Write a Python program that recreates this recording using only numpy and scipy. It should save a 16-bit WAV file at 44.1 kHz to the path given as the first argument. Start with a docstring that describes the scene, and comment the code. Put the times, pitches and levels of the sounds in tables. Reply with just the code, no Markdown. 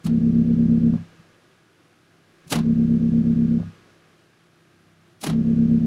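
"""In a garage under a raised car, close to the tailpipe: a four-cylinder engine idles near 1000 rpm.
Firing pulses ring the exhaust, one weak cylinder makes it lope, and each cylinder adds two barks.
A cloth-wrapped block is pulled off the pipe three times: trapped gas spits as noise bursts, then the pipe
booms, twice until the block knocks back on. While shut, a muffled throb of firing orders leaks by under
a fading noise rush. Farther off, the engine bay churns and whines; the walls answer spits and knocks."""
import sys
import numpy as np
from scipy import signal
from scipy.fft import rfft, irfft, next_fast_len
from scipy.io import wavfile
from scipy.ndimage import map_coordinates

SR = 44100
rng = np.random.default_rng(int(sys.argv[2]) if len(sys.argv) > 2 else 0)


def unload_audio(sound):
    """Save the sound as a 16-bit wav file, at the path given as the first command line argument."""
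    columns = np.transpose(np.atleast_2d(sound))
    # keep every value between -1 and 1, then stretch to whole-number steps
    steps = np.round(np.clip(columns, -1, 1) * 32767)
    wavfile.write(sys.argv[1], SR, steps.astype(np.int16))


N = 258426

JITTER_S = .00004  # spread of the firing instants

# Colour of one firing through the open exhaust. Each row: frequency in Hz, relative level in dB.
FIRING_SPECTRUM = [(20, -57.5), (33, -26.5), (66, -19), (100, -13.5), (133, -13.5), (166, -2), (200, -22.5),
                   (229, 5), (266, -14.5), (299, -26), (333, -21), (400, -36.5), (560, -44.5), (1200, -88)]
# Colour of the weak cylinder's missing push. Each row: frequency in Hz, relative level in dB.
WEAK_SPECTRUM = [(60, -54.5), (135, -28.5), (160, -11), (205, -4.5), (226, 10), (250, -18.5), (330, -31.5),
                 (520, -37.5), (1500, -93.5)]
# Colour of the gas tumbling off the rim. 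Each row: frequency in Hz, relative level in dB.
TUMBLE_SPECTRUM = [(60, -28), (200, -9), (430, 4), (560, -6), (670, -10.5), (760, -11), (830, -32.5),
                   (2000, -60.5)]
# Strength of all that leaves the open mouth. Each row: time in seconds, gain in dB.
PUSH_STRENGTH = [(.9, -1), (2.7, -2), (3.6, -2.64), (5.4, -1.6)]


def exhaust(count):
    """Close by: firings ring the pipe as far as the block leaves it open."""
    beats = pulse_train(count, scatter_db=0.96, jitter=JITTER_S)
    # once in four firings a cylinder pushes too little: its suction wave nearly cancels the boom
    weak_count = (count - 1.137) / 4
    weak = pulse_train(weak_count, scatter_db=1.05, jitter=JITTER_S)
    boom = amp(-15.0) * ring(beats, FIRING_SPECTRUM) - amp(-24.0) * ring(weak, WEAK_SPECTRUM)
    # the gas tumbles a little as it leaves the rim, least just after the weak push
    tumble_db = -44 - 1.8 * np.cos(2 * np.pi * (weak_count - .07))
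    tumble = amp(tumble_db) * noise(TUMBLE_SPECTRUM)
    return mouth() * amp(curve(PUSH_STRENGTH)) * (filtered(boom, chamber) + barks(count) + tumble)


# Two barks a cylinder, on blow-down and on the piston's push.
# Each row: place in the four-firing cycle in firings, ring in Hz, level in dB at the open mouth before PUSH.
CYLINDER_BARKS = [(0.332, 398.6, -47.5), (0.879, 358.5, -47), (1.377, 346, -48), (1.901, 367, -50.5),
                  (2.578, 455.5, -49.5), (3.281, 388, -45.5), (3.681, 441, -51), (3.981, 427, -53)]


def barks(count):
    """Every cylinder's gas takes its own way through the manifold and rings at its own pitch."""
    growl = np.zeros(N)
    for place, hz, db in CYLINDER_BARKS:
        resonance = [(hz * .4, -45), (hz * 0.82, -13), (hz, 0), (hz * 1.25, -13),
                     (hz * 1.6, -36), (hz * 1.9, -56), (hz * 5, -90)]
        pulses = pulse_train((count - place) / 4, scatter_db=1.3, jitter=JITTER_S)
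        growl += amp(db) * ring(pulses, resonance, size=16384)
    return growl


CHAMBER_HZ, CHAMBER_WIDTH_HZ = 125.5, 34


def chamber(hz):
    """The muffler chamber lets everything through, but late around its resonance."""
    pole = CHAMBER_HZ ** 2 - hz ** 2 + 1j * hz * CHAMBER_WIDTH_HZ
    return np.conj(pole) / pole


# How the block is held on the pipe. Each row: lands in seconds, closing time in seconds, rests loose for
# seconds, lifts in seconds, opening time constant in seconds, time the grip takes to ease in seconds.
BLOCK_HOLDS = [(-.25, .03, .06, 0.041, .032, 0.11), (0.976, 0.047, .042, 2.535, 0.047, 0.62),
               (3.627, 0.046, 0.06, 5.275, 0.036, 0.17)]


def mouth():
    """Open share of the pipe mouth: shut in a short push, uncovered fast at first, then slower."""
    t = np.arange(N) / SR
    share = np.ones(N)
    for lands, closing, _, lifts, opening, _ in BLOCK_HOLDS:
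        still_open = np.sin(np.pi / 2 * ramp((lands - t) / closing))
        reopened = 1 - np.exp(-np.maximum(t - lifts, 0) / opening)
        share *= still_open + reopened
    return share


# idle speed: it drifts down slowly and sags under back pressure
IDLE_RPM, DRIFT_RPM_PER_S, SAG_RPM, SAG_LAG_S = 1001, -1.5, 18, .2


def rpm():
    """Crank speed, dragged down with a lag while the pipe is shut."""
    keep = np.exp(-1 / (SAG_LAG_S * SR))
    back_pressure = signal.lfilter([1 - keep], [1, -keep], 1 - mouth())
    return IDLE_RPM + DRIFT_RPM_PER_S * np.arange(N) / SR - SAG_RPM * back_pressure


def firings():
    """Running count of firings: two for each turn of the crank."""
    return np.cumsum(rpm()) * 2 / 60 / SR - .75


SPIT_RISE_S = .005  # time constant of the swell
CHUFF_T60_S, HISS_T60_S = .09, .06
# Gas squeezed between block and rim. Each row: peak in seconds, chuff level in dB, hiss level in dB.
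GAS_SPITS = [(.049, -46, -43), (0.067, -32.5, -43), (.096, -47.5, -73.5), (2.48, -61, -51),
             (2.508, -46.5, -33), (2.527, -15, -23.5), (2.558, -25, -35), (2.589, -31.5, -48),
             (5.217, -55, -41), (5.24, -24.5, -28), (5.27, -24.5, -32.5), (5.299, -29, -42.5),
             (5.331, -40, -68)]
# Colour of the low chuff. Each row: frequency in Hz, relative level in dB.
CHUFF_SPECTRUM = [(60, -18), (150, 9), (320, 11.5), (500, -0.5), (700, 4), (900, -1), (1120, 0), (1600, -6),
                  (2400, -8.5), (3600, -9), (4800, -13), (6500, -20), (16000, -53.5)]
# Colour of the hiss. Each row: frequency in Hz, relative level in dB.
HISS_SPECTRUM = [(800, -30), (2500, -6), (4500, -3), (7000, -4), (8500, -6.5), (10500, -3), (12500, -12.5),
                 (16000, -18)]


def spits():
    """At the rim: bursts through the gap swell quickly and die, a low chuff under a shorter hiss."""
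    t = np.arange(N) / SR

    def shape(s, t60):
        swell = np.minimum(t - s, 0) / SPIT_RISE_S
        decay = np.log(1000) * np.maximum(t - s, 0) / t60
        return np.exp(swell - decay)

    chuff = sum(amp(db) * shape(s, CHUFF_T60_S) for s, db, _ in GAS_SPITS)
    hiss = sum(amp(db) * shape(s, HISS_T60_S) for s, _, db in GAS_SPITS)
    ragged = unit(amp(0.74 * wobble(300)))
    return (chuff * noise(CHUFF_SPECTRUM) + hiss * noise(HISS_SPECTRUM)) * ragged


# The wrapped block lands on the rim. Each row: start in seconds, level in dB.
BLOCK_TAPS = [(.937, -34.5), (0.951, -43.5), (0.97, -44), (1.009, -52), (3.585, -46.5), (3.597, -38.5),
              (3.613, -50.5), (3.629, -44.5)]
# Modes of the steel tip. Each row: frequency in Hz, level in dB.
TIP_MODES = [(2920, -32.5), (4330, -40), (7770, -47.5), (8820, -43.5), (13100, -42.5)]


def block():
    """Cloth-padded knocks on the rim; the steel tip rings briefly as the block first slips off."""
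    t = np.arange(N) / SR

    def struck(s, t60):
        return ramp((t - s) / .0015) * amp(-60 * np.maximum(t - s, 0) / t60)

    knocks = sum(amp(db) * struck(s, 0.053) for s, db in BLOCK_TAPS)
    padded = noise([(200, -7), (450, -0.5), (700, 3.5), (950, -8),
                    (1200, -6.5), (1800, -30.0), (4000, -27.5), (12000, -51)])
    tip = sum(amp(db) * np.sin(2 * np.pi * hz * t) for hz, db in TIP_MODES)
    return knocks * padded + tip * struck(.066, 0.029)


# The throb with the block on. Each row: multiple of the firing rate, relative level in dB.
THROB_ORDERS = [(2, -20), (3, -7), (4, -10), (5, 0), (6, -11), (7, -12), (8, -19)]


def throb(count):
    """Muffled firing orders, smeared by underbody and walls so that each one drifts by itself."""
    orders = np.zeros(N)
    for k, db in THROB_ORDERS:
        level = amp(db + 2 * wobble(7))
        phase = 2 * np.pi * (k * count + rng.random()) + .3 * wobble(16)
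        orders += level * np.sin(phase)
    return leak() * unit(orders)


# throb through the cloth (dB): pipe half covered, pipe open, block resting loose, pressed home, fully sealed
HALF_DB, OPEN_DB, LOOSE_DB, SEATED_DB, SEALED_DB = -26, -50.5, -33, -51, -77
# the hand presses the block home, the cloth beds in, back pressure builds up
PRESS_DB_PER_S, BED_DB_PER_S, BUILD_DB_PER_S = 606, 46, 10.5
# The block shifts on the rim and lets more of the throb by.
# Each row: middle in seconds, level in dB, half length in seconds (to 1/e).
BLOCK_SLIPS = [(1.201, -46, 0.0087), (2.476, -45, 0.011), (4.87, -67, 0.27)]


def leak():
    """Gain of the throb: strongest with the pipe half covered, then choked as the block is pressed home."""
    t, share = np.arange(N) / SR, mouth()
    gain = amp(HALF_DB) * np.sin(np.pi * share) ** 2 + amp(OPEN_DB) * share
    for lands, closing, loose, lifts, opening, _ in BLOCK_HOLDS:
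        pressed = np.maximum(t - lands - loose, 0)
        seal = amp(LOOSE_DB - PRESS_DB_PER_S * pressed)
        seal += amp(SEATED_DB - BED_DB_PER_S * pressed)
        seal += amp(SEALED_DB + BUILD_DB_PER_S * pressed)
        gain += seal * ramp(1 + (t - lands) / closing) * ramp(1 + (lifts - t) / opening)
    return gain + sum(amp(db) * np.exp(-((t - s) / half) ** 2) for s, db, half in BLOCK_SLIPS)


# the rush fades while the pipe is shut and is fully back shortly after the lift
RUSH_DB, RUSH_FADE_DB_PER_S, RUSH_DEPTH_DB, RUSH_BACK_S = -54, 17, 17.5, 0.11
# Colour of the rush of gas. Each row: frequency in Hz, relative level in dB.
FLOW_SPECTRUM = [(100, -1), (400, 8.5), (900, -3.5), (1250, 3.5), (1380, -5), (1450, 6), (1540, -5.5),
                 (1630, 6), (1770, -2.5), (2600, -3.5), (4000, -9), (6000, -12), (8000, -19),
                 (10500, -24.5), (13000, -31.5), (16000, -46.5)]


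def rush(count):
    """Soft gas noise, pulsing a little with the firings, fades under the block, returns as the grip eases."""
    t = np.arange(N) / SR
    choked_db = np.zeros(N)
    for lands, _, _, lifts, _, eases in BLOCK_HOLDS:
        fade_db = np.clip((t - lands) * RUSH_FADE_DB_PER_S, 0, RUSH_DEPTH_DB)
        choked_db += fade_db * ramp((lifts + RUSH_BACK_S - t) / eases)
    pulsing_db = 0.32 * np.cos(2 * np.pi * count) + 0.24 * wobble(4.1)
    return noise(FLOW_SPECTRUM) * amp(RUSH_DB - choked_db + pulsing_db)


# Colour of the engine bay. Each row: frequency in Hz, relative level in dB per Hz.
BAY_SPECTRUM = [(30, -42), (62, -32.5), (100, 1), (250, -5.5), (345, 3), (450, -10), (720, -9),
                (950, -14.5), (1230, -8.5), (1650, -10.5), (2000, -13), (2600, -14), (6000, -22.5),
                (8000, -27), (10500, -26.5), (15500, -40.5)]
# Belt and alternator whine. Each row: frequency in Hz before a 0.8 % rise and wavering, level in dB.
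WHINE_TONES = [(344.5, -73), (490, -78), (1163, -81), (1260, -80), (1448, -78), (1588, -79), (1650, -79)]


def engine_bay(count):
    """Farther off: mechanical churn tied to the valve gear, with wavering accessory tones."""
    churn_swing = amp(.7 * np.cos(4 * np.pi * count) + 0.54 * wobble(14))
    churn = amp(-59.5) * noise(BAY_SPECTRUM) * churn_swing
    speed = unit(rpm())
    tones = np.zeros(N)
    for hz, db in WHINE_TONES:
        level = amp(db + 3.5 * wobble(9.7))
        turns = hz * np.cumsum(speed * (1.008 + .003 * wobble(13))) / SR
        tones += level * np.sin(2 * np.pi * turns)
    return churn + tones


# Decay of the garage. Each row: frequency in Hz, time to fall 60 dB in seconds.
GARAGE_DECAY = [(200, 0.17), (2000, 0.38), (12000, 0.11)]


def garage(x):
    """The walls and floor answer with a short diffuse tail: noise decaying at a rate set by frequency."""
    hz, t, z = signal.stft(rng.standard_normal(SR // 2), SR, nperseg=256)
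    decay = amp(-60 * t / along(GARAGE_DECAY, hz)[:, None])
    tail = signal.istft(z * decay, SR, nperseg=256)[1]
    return signal.fftconvolve(x, tail / np.linalg.norm(tail))[:N]


def pulse_train(count, scatter_db, jitter):
    """One slightly uneven pulse each time the count passes a whole number; jitter in seconds."""
    at = np.flatnonzero(np.diff(np.floor(count)) > 0)
    size, slip = rng.standard_normal((len(at), 2)).T
    at = np.clip(np.round(at + slip * jitter * SR).astype(int), 0, N - 1)
    return np.bincount(at, amp(scatter_db * size), N)


def ring(pulses, spectrum, size=65536):
    """Pulses through a causal (minimum-phase) body of this spectrum with damped treble, at rms 1."""
    hz = np.fft.rfftfreq(size, 1 / SR)
    muffler_db = -40 * np.clip(np.log2((hz + 1) / 1500) / 3, 0, 1)
    cepstrum = irfft(np.log(amp(along(spectrum, hz) + muffler_db)))
    # folding the cepstrum forward in time makes the response causal
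    cepstrum[1:size // 2] *= 2
    cepstrum[size // 2 + 1:] = 0
    response = irfft(np.exp(rfft(cepstrum)))[:size // 2]
    return unit(signal.fftconvolve(pulses, response)[:N])


def noise(spectrum):
    """Coloured noise of rms 1."""
    return unit(filtered(rng.standard_normal(N), lambda hz: amp(along(spectrum, hz))))


def filtered(x, response):
    """x times a gain that depends on frequency."""
    m = next_fast_len(N + SR // 2)
    return irfft(rfft(x, m) * response(np.fft.rfftfreq(m, 1 / SR)), m)[:N]


def wobble(rate):
    """A smooth random curve, rate knots a second."""
    return map_coordinates(rng.standard_normal(int(N * rate / SR) + 4), [np.arange(N) * rate / SR])


def curve(rows):
    """(s, value) rows as one value per sample."""
    return np.interp(np.arange(N) / SR, *np.transpose(rows))


def along(points, hz):
    """(Hz, value) points read on a log frequency axis."""
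    f, v = np.transpose(points)
    return np.interp(np.log(hz + 1), np.log(f + 1), v)


def ramp(x):
    """Zero below 0, one above 1, straight between."""
    return np.clip(x, 0, 1)


def unit(x):
    """Scale to rms 1."""
    return x / np.sqrt(np.mean(x ** 2) + 1e-20)


def amp(db):
    """Decibels to gain."""
    return 10 ** (np.asarray(db) / 20)


def scene():
    """Tailpipe close by, engine farther off, the garage answering the spits and knocks."""
    count = firings()
    bursts = spits() + block()
    tailpipe = exhaust(count) + throb(count) + bursts + rush(count)
    return (tailpipe + amp(-18) * garage(bursts) + engine_bay(count))[None]


TOP_HZ = 15750


def record(dry):
    """The single microphone channel keeps nothing above its band limit."""
    return filtered(dry[0], lambda hz: hz < TOP_HZ)[None]


dry = scene()
out = record(dry)
unload_audio(out)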